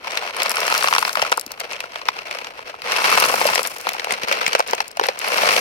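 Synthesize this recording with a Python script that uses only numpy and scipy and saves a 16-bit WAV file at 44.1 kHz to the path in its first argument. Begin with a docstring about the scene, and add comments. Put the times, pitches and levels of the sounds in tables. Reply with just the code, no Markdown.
"""Gravel slides out of the tipped plastic bed of a toy dump truck, in open air close to two stereo ports.
Over faint air noise, jolts first shift the load; stones scrape and knock, exciting the modes of shell, walls and floor.
Near 0.4, 2.9 and 5.2 s a pour swells and drains, a denser run of random collisions, with jolts between.
From the first pour on, stones click on the heap at their own high pitches; soon after, some thud on damp dirt,
a few broad, low modes."""
import sys
import numpy as np
from scipy import signal
from scipy.fft import rfft, irfft, next_fast_len
from scipy.io import wavfile
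from scipy.ndimage import uniform_filter1d, map_coordinates

SR = 44100
rng = np.random.default_rng(int(sys.argv[2]) if len(sys.argv) > 2 else 0)


def bounce(signal):
    """Save signal as a 16-bit WAV file at the path given by the first command-line argument."""
    frames = np.transpose(np.atleast_2d(signal))
    limited = np.clip(frames, -1, 1)
    pcm = np.round(limited * 32767).astype(np.int16)
    wavfile.write(sys.argv[1], SR, pcm)


N = 247036

# outdoor air, relative spectrum: pitch_hz, level_db
AIR_SPECTRUM = [(20, -9), (50, -2), (90, 0), (200, -3), (500, 7), (2000, -5.5), (8000, -86), (16000, -56)]
# the bed is jolted and the load shifts: start_s, length_s, shell_level_db
JOLTS = [(0.055, 0.051, -31.5), (0.135, 0.052, -30), (0.222, 0.063, -31), (0.339, .03, -32),
         (0.396, 0.098, -27), (0.592, 0.029, -25.5), (1.066, 0.021, -29.5), (1.172, 0.11, -29),
         (1.345, 0.0071, -36.5), (1.503, 0.016, -40), (1.603, 0.031, -33), (1.709, 0.04, -33),
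         (1.824, 0.017, -38.5), (1.926, 0.068, -38), (2.064, 0.0092, -33.5), (2.151, 0.05, -36),
         (2.265, 0.024, -35), (2.321, 0.049, -34.5), (2.41, 0.073, -38.5), (2.576, .01, -39),
         (2.672, 0.014, -35.5), (2.854, 0.058, -28), (3.407, 0.014, -24.5), (3.477, 0.058, -23),
         (3.641, 0.016, -30.5), (3.722, 0.17, -38), (3.877, 0.013, -29.5), (3.948, 0.11, -34),
         (4.104, 0.017, -24.5), (4.217, 0.024, -30.5), (4.294, 0.068, -25), (4.408, 0.077, -27),
         (4.534, 0.028, -26), (4.685, 0.018, -28.5), (4.772, 0.038, -33.5), (5.042, 0.017, -26.5),
         (5.16, 0.043, -38.5)]
# the bed is tipped and the load runs:
# start_s, fullest_s, runs_out_s, level_at_fullest_db, walls_re_shell_db, floor_re_shell_db
POURS = [(0.375, 0.76, 1.023, -23, -8, -2.5), (2.902, 3.13, 3.6, -18, -7.5, -1),
         (5.215, 5.493, 5.9, -18, -5.5, -3.5)]
# big stones striking the bed: time_s, shell_clack_db, hollow_wall_db (before WALL_BASS), floor_panel_db
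KNOCKS = [(0.072, -27, -26, -33), (0.173, -15, -32, -40), (0.275, -27, -55, -29), (0.377, -37, -44, -29),
          (0.401, -21, -43, -31), (0.419, -14.5, -25, -44), (0.46, -19, -29, -18.5),
          (0.569, -17, -51, -21.5), (0.679, -16.5, -26, -20), (0.724, -16, -26, -13.5),
          (0.749, -16.5, -40, -15), (0.759, -21, -34, -30), (0.825, -19, -42, -17.5),
          (0.842, -16, -23, -11.5), (0.873, -15.5, -21, -16), (0.884, -16, -29, -14),
          (0.926, -18, -38, -10), (0.937, -15, -26.5, -18), (0.95, -15.5, -29, -14),
          (0.962, -19, -30, -13.5), (0.982, -12.5, -22, -13.5), (1.026, -19, -43, -13),
          (1.05, -16.5, -29, -19), (1.077, -25, -43, -20), (1.093, -23.5, -45, -19), (1.154, -21, -49, -15),
          (1.171, -22, -22, -18.5), (1.195, -22, -42, -18), (1.218, -13.5, -38, -28),
          (1.224, -17, -14, -29), (1.25, -28, -38, -19), (1.319, -16.5, -16, -24), (1.325, -16, -25, -9.5),
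          (1.377, -32, -27, -15.5), (1.603, -23, -35, -40), (1.712, -27, -36.5, -39),
          (1.732, -25.5, -47, -46), (1.804, -21.5, -41, -35), (1.839, -35, -35, -27),
          (1.957, -24, -30, -27), (2.015, -31.5, -52, -31), (2.086, -13.5, -33, -11),
          (2.189, -25, -39, -29), (2.311, -23.5, -37, -36), (2.348, -29, -29.5, -40),
          (2.387, -25.5, -34, -38), (2.445, -28, -44, -38), (2.469, -30.5, -34, -33),
          (2.591, -35, -32.5, -31), (2.741, -52, -35.5, -28.5), (2.819, -26.5, -48, -33),
          (2.92, -17.5, -30, -33), (2.963, -15.5, -28, -32), (3.042, -15.5, -41, -18),
          (3.055, -16.5, -41, -15), (3.175, -14, -15, -15), (3.223, -16, -17, -17),
          (3.239, -16, -19, -15.5), (3.297, -30, -19.5, -18), (3.34, -19, -14, -23),
          (3.414, -18.5, -12.5, -41), (3.453, -19, -11, -33), (3.488, -25, -16.5, -39),
          (3.556, -13.5, -20.5, -27), (3.578, -15, -19.5, -22), (3.592, -18.5, -20.5, -18),
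          (3.651, -20.5, -30.5, -36), (3.869, -23, -19.5, -19.5), (3.89, -18.5, -29, -39),
          (3.949, -49, -27, -26), (3.996, -20, -29, -41), (4.044, -20.5, -26, -30), (4.07, -40, -25, -28),
          (4.107, -16, -25, -28), (4.234, -20.5, -26.5, -35), (4.283, -21.5, -51, -23),
          (4.313, -19.5, -19, -14), (4.325, -13, -29, -38), (4.412, -25, -39, -19), (4.464, -12, -37, -28),
          (4.479, -20, -28, -34), (4.531, -16.5, -27, -21), (4.55, -13, -11.5, -16.5),
          (4.595, -20.5, -13, -26), (4.603, -21.5, -16, -12.5), (4.733, -19, -11, -19),
          (4.804, -16, -16, -23), (4.971, -27, -25, -30), (4.996, -19.5, -14.5, -15),
          (5.012, -26, -17.5, -33), (5.037, -18, -22, -27), (5.086, -16.5, -12.5, -20.5),
          (5.385, -30, -28, -16), (5.433, -28, -14.5, -17), (5.476, -19, -31, -15),
          (5.564, -13, -18.5, -26)]
# stones landing hard on the heap: time_s, level_db
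CLICKS = [(0.366, -28.5), (0.432, -20.5), (0.495, -20.5), (0.506, -24), (0.516, -21.5), (0.604, -22.5),
          (0.667, -23), (0.741, -23.5), (0.778, -19), (0.834, -23), (1.081, -30), (1.156, -30),
          (1.317, -27), (1.374, -24.5), (1.396, -25.5), (1.412, -29), (1.464, -31), (1.518, -28),
          (1.6, -31.5), (1.725, -39), (1.804, -36), (2.92, -27), (3.262, -23), (3.376, -36), (3.551, -19),
          (3.631, -24.5), (3.673, -23.5), (3.784, -34), (3.812, -34), (3.89, -26.5), (3.933, -29),
          (4.046, -35), (4.123, -23), (4.285, -33), (4.479, -23), (4.591, -30), (4.676, -30.5), (4.71, -25),
          (4.75, -29.5), (4.818, -34), (4.88, -34), (4.914, -36.5), (4.97, -31.5), (5.067, -29),
          (5.19, -26), (5.284, -27)]
# stones hitting the dirt: time_s, level_db
THUDS = [(1.225, -40), (1.466, -37.5), (2.834, -45), (3.454, -52), (3.506, -35), (4.123, -33),
         (4.236, -33.5), (4.477, -34), (4.702, -40)]

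# resonances of the plastic bed, before a pressing stone alters them: pitch_hz, width_hz, relative_level_db
SHELL_MODES = [(1620, 690, -6.5), (2265, 325, 0), (2655, 220, 1.5), (3125, 540, -6.5), (4260, 640, -7),
               (5636, 840, -10), (8700, 1170, -25.5), (11000, 2400, -27.5)]
WALL_MODES = [(210, 27.4, -11), (415, 230, -11), (481.5, 85, 2.5), (592, 110, 2), (742, 240, 0)]
FLOOR_MODES = [(869, 133, -7), (1045, 122, -1), (1272, 157, -2), (1480, 226, -5)]
# mean colour of stone on stone, and the soft ground: pitch_hz, width_hz, relative_level_db
STONE_MODES = [(5070, 1340, 9), (8200, 19000, -2), (11240, 3300, 5), (13800, 930, -20)]
DIRT_MODES = [(75, 90, -17), (173, 180, -9), (316, 360, -8.5)]
# colour of a slow contact, weaker near 6 kHz and stronger at the very top: pitch_hz, gain_db
SLOW_CONTACT = [(3000, 1.5), (6000, -3.5), (9000, -0.5), (15000, 4)]
# the small bed radiates little bass when struck: pitch_hz, gain_db
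WALL_BASS = [(80, -8), (250, -2.5), (420, 0.5), (2000, -0.5)]

# the right port faces away from the heap; curve shared out between both ports: pitch_hz, gain_db
SHADOW = [(100, -0.5), (600, -1), (1300, -2), (2400, -1), (4400, -1.5), (6000, -3.5), (8500, -13),
          (15000, -12.5)]
# bearing of the truck: time_s, right_port_lag_ms
PORT_LAG_MS = [(0, 0.21), (1.4, 0.24), (2.1, 0.31), (3.6, 0.26), (4.5, 0.4), (5.6, 0.3)]

RING = 3072  # samples kept of each blow
TOP_HZ = 16000
# how fast the stones get moving and come to rest
START_DB_PER_S, STOP_DB_PER_S = 484, 171.5
# a pour swells towards its fullest moment and drains after it
SWELL_DB_PER_S, DRAIN_DB_PER_S = 31, 29
# the heap settles after a pour with this time constant; the load never lies quite still
SETTLE_S, CREEP_DB = 0.15, -47.5
# walls and floor in a jolt, relative to the shell
JOLT_WALL_DB, JOLT_FLOOR_DB = -4.5, -3.5
# the heap relative to the pour; patter on the dirt relative to the heap, at the heaviest spill
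HEAP_DB, DIRT_DB = -8.5, -12
# a stone stiffens the panel that it strikes: factor on its pitches
WALL_STIFFEN, FLOOR_STIFFEN = 1.108, 1.035
# small random knocks and clicks: level relative to the drives, and scatter
RATTLE_DB, RATTLE_SPREAD_DB, PATTER_DB, PATTER_SPREAD_DB = -3, 5, -0.5, 9.5


def amp(db):
    """Amplitude ratio of a level in decibels."""
    return 10 ** (np.asarray(db) / 20)


def unit(x):
    """Normalization of a signal to an rms of one."""
    return x / np.sqrt(np.mean(x ** 2))


def curves(table):
    """Linear interpolation of each column of a time table at every sample."""
    s, *columns = np.transpose(table)
    return [np.interp(np.arange(N) / SR, s, c) for c in columns]


def colour(x, points, share=1):
    """Linear filtering by a (Hz, dB) gain curve, its decibels scaled by share."""
    hz, db = np.transpose(points)
    size = next_fast_len(N + RING)
    f = np.arange(size // 2 + 1) * SR / size
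    gain = amp(share * np.interp(np.log(f + 1), np.log(hz), db))
    return irfft(rfft(x, size) * gain, size)[..., :N]


def port_noise(count, size, apart):
    """Partial coherence: noise (count, 2 ports, size); apart is the power share not common to the ports."""
    noise = rng.standard_normal((count, 3, size))
    apart = np.clip(apart, 0, 1)
    return np.sqrt(1 - apart) * noise[:, :1] + np.sqrt(apart) * noise[:, 1:]


def body(modes, detune=1, spot_db=0, count=1):
    """Modal superposition: response of damped modes to count blows; the spot that is hit favours some modes."""
    f = np.arange(RING // 2 + 1) * SR / RING + 1
    spot = spot_db * rng.standard_normal((count, len(modes), 1, 1))
    response = 0
    for k, (hz, width, db) in enumerate(modes):
        offset = 1j * (f / (hz * detune) - hz * detune / f)
        resonance = (-1) ** k * amp(db + spot[:, k]) / (1 + offset * hz / width)
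        # a mode radiates well only within about an octave of its pitch
        response = response + resonance / (1 + 0.64 * offset)
    return response


def movement(start, end):
    """Transient of a moving load: it gets going quickly, holds, and comes to rest more slowly."""
    t = np.arange(N) / SR
    return amp(-START_DB_PER_S * np.maximum(start - t, 0) - STOP_DB_PER_S * np.maximum(t - end, 0))


def load_motion():
    """Addition of powers: jolts and pours give the gain curves that drive shell, walls, floor and heap."""
    t = np.arange(N) / SR
    jolts = amp(CREEP_DB) ** 2
    for start, length, db in JOLTS:
        jolts = jolts + (amp(db) * movement(start, start + length)) ** 2
    # a jolt spills nothing on the heap
    power = np.outer([1, amp(JOLT_WALL_DB) ** 2, amp(JOLT_FLOOR_DB) ** 2, 0], jolts)
    keep = np.exp(-1 / (SETTLE_S * SR))
    for start, fullest, end, db, wall_db, floor_db in POURS:
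        below_db = np.maximum(SWELL_DB_PER_S * (fullest - t), DRAIN_DB_PER_S * (t - fullest))
        pour = amp(db - below_db) * movement(start, end)
        heap = signal.lfilter([1 - keep], [1, -keep], pour)
        power += np.array([pour, pour * amp(wall_db), pour * amp(floor_db), heap * amp(HEAP_DB)]) ** 2
    return np.sqrt(power)


def contacts(per_s, spread_db):
    """Random arrivals: energy of tiny collisions, many weak and a few strong."""
    chance = rng.random(N)
    size = np.minimum(rng.standard_normal(N), 2)
    return (chance < per_s / SR) * amp(spread_db * size) ** 2


def scrape(energy, modes, grain_s, rub, apart):
    """Forced vibration: decaying bursts of noise over smooth rubbing excite a body; the rms is one."""
    power = signal.lfilter([1], [1, -np.exp(-1 / (grain_s * SR))], energy)
    power = power / np.mean(power) + rub
    # the load shares out its momentum: a strong collision leaves less for its neighbours
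    power /= uniform_filter1d(power, size=2600)
    force = np.sqrt(power) * port_noise(1, N, apart)[0]
    impulse_response = irfft(body(modes))[0]
    return unit(signal.fftconvolve(force, impulse_response)[:, :N])


def strike(times, db, response, crunch_s, snap, tail_db, tail_s, apart):
    """Impact excitation: a sharp push, a crunch as rough stone seats and a faint rattle pass through a body."""
    t = np.arange(RING) / SR
    # crunch_s and tail_s are times to fall by 60 dB
    fade = amp(-60 * t / crunch_s) + amp(tail_db - 60 * t / tail_s)
    force = port_noise(len(times), RING, apart) * fade / np.sqrt(np.sum(fade ** 2))
    force[..., 0] += snap
    blows = irfft(rfft(force) * response)
    # the energy of a blow, spread over 6 ms, has an rms of one
    blows /= np.sqrt(np.sum(blows ** 2, axis=(1, 2), keepdims=True) / (2 * 0.006 * SR))
    out = np.zeros((2, N + RING))
    for s, gain, blow in zip(times, amp(db), blows):
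        start = int(np.clip(s * SR, 0, N - 1))
        out[:, start:start + RING] += gain * blow
    return out[:, :N]


def strays(drives, level_db, spread_db, count):
    """Stratified random arrivals: rows (s, dB, ..) of small blows whose levels scatter about the drives."""
    draw = rng.random((count, 1 + len(drives)))
    times = (np.arange(count) + draw[:, 0]) / count * (N - 1) / SR
    drive_db = 20 * np.log10(drives[:, (times * SR).astype(int)].T)
    scatter_db = spread_db * np.sqrt(3) * (2 * draw[:, 1:] - 1)
    return np.column_stack([times, drive_db + level_db + scatter_db])


def outdoor_air():
    """Broadband noise: random pressure shaped by the spectrum of the air, partly common to both ports."""
    noise = port_noise(1, N, apart=0.26)[0]
    return amp(-48.5) * unit(colour(noise, AIR_SPECTRUM))


def sliding_load(drives):
    """Granular flow: the faster stones tumble over plastic and stone, the denser the collisions."""
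    on_shell, on_walls, on_floor, on_heap = drives
    flow = np.sqrt(on_shell / np.max(on_shell))
    on_bed = contacts(300 + 600 * flow, spread_db=5.5)
    on_stone = contacts(170 + 500 * flow, spread_db=6)
    shell = scrape(on_bed, SHELL_MODES, grain_s=0.002, rub=0.07, apart=1.0)
    # a slow stone has another colour, with less around 6 kHz
    slow = colour(shell, SLOW_CONTACT)
    shell = slow + flow * (shell - slow)
    walls = scrape(on_bed, WALL_MODES, grain_s=0.002, rub=0.026, apart=0.021)
    floor = scrape(on_bed, FLOOR_MODES, grain_s=0.0007, rub=0.32, apart=0.42)
    stones = scrape(on_stone, STONE_MODES, grain_s=0.0016, rub=0.087, apart=0.99)
    # only a heavy spill patters on the ground, too lightly for its deepest thump
    spill = np.sqrt(on_heap / np.max(on_heap))
    dirt = scrape(on_stone, DIRT_MODES[1:], grain_s=0.03, rub=0.12, apart=0.1)
    dirt = dirt * spill * amp(DIRT_DB)
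    return shell * on_shell + walls * on_walls + floor * on_floor + (stones + dirt) * on_heap


def knocks(drives):
    """Contact damping: big stones and small rattling ones press on the bed, widening and shifting its modes."""
    rattle = strays(drives, RATTLE_DB, RATTLE_SPREAD_DB, count=150)
    times, shell_db, wall_db, floor_db = np.vstack([rattle, KNOCKS]).T
    count = len(times)
    detune = np.exp(0.035 * rng.standard_normal((count, 1, 1)))
    pressed_shell = [(hz, 1.3 * width, db) for hz, width, db in SHELL_MODES]
    shell_ring = body(pressed_shell, detune, spot_db=1.8, count=count)
    # blows ring only the upper modes of the walls
    pressed_walls = [(hz, 1.09 * width, db) for hz, width, db in WALL_MODES[2:]]
    wall_ring = body(pressed_walls, detune * WALL_STIFFEN, spot_db=4.0, count=count)
    floor_ring = body(FLOOR_MODES, detune * FLOOR_STIFFEN, spot_db=2.0, count=count)
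    shell = strike(times, shell_db, shell_ring, crunch_s=0.01, snap=0.5, tail_db=-11, tail_s=0.05, apart=0.7)
    walls = strike(times, wall_db, wall_ring, crunch_s=0.01, snap=1.1, tail_db=-16, tail_s=0.079, apart=0.065)
    floor = strike(times, floor_db, floor_ring, crunch_s=0.006, snap=1.4, tail_db=-23, tail_s=0.055, apart=0.3)
    return shell + colour(walls, WALL_BASS) + floor


def heap_clicks(drives):
    """Free vibration of small solids: each stone rings briefly at its own high pitches, lower if it is larger."""
    patter = strays(drives, PATTER_DB, PATTER_SPREAD_DB, count=110)
    times, db = np.vstack([patter, CLICKS]).T
    count = len(times)
    stone_size = np.exp(0.11 * rng.standard_normal((count, 1, 1)))
    own_ring = body([(7800, 800, 1), (10600, 950, 4)], 1 / stone_size, spot_db=2.5, count=count)
    ring = body(STONE_MODES) + own_ring
    return strike(times, db, ring, crunch_s=0.006, snap=0.3, tail_db=-17, tail_s=0.03, apart=0.7)


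def dirt_thuds():
    """Heavily damped impact: soft ground answers a stone with a few broad, low modes."""
    times, db = np.transpose(THUDS)
    ground = body(DIRT_MODES)
    return strike(times, db, ground, crunch_s=0.022, snap=0.5, tail_db=-20, tail_s=0.06, apart=0.15)


def scene():
    """Superposition of the truck, the heap and the dirt over faint outdoor air."""
    drives = load_motion()
    truck = sliding_load(drives) + knocks(drives[:3])
    return outdoor_air() + truck + heap_clicks(drives[3:]) + dirt_thuds()


def record(dry):
    """Path difference and shadowing make the right port later and duller; peaks are rounded, the top is cut."""
    left = colour(dry[0], SHADOW, share=-0.53)
    right = colour(dry[1], SHADOW, share=0.91)
    lag_ms, = curves(PORT_LAG_MS)
    late_right = map_coordinates(right, [np.arange(N) - lag_ms * SR / 1000])
    ports = np.array([left, late_right])
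    # only the highest peaks are rounded
    rounded = ports / (1 + (ports / 0.95) ** 8) ** (1 / 8)
    top_cut = signal.ellip(10, 0.2, 70, TOP_HZ, fs=SR, output="sos")
    return signal.sosfilt(top_cut, rounded)


dry = scene()
out = record(dry)
bounce(out)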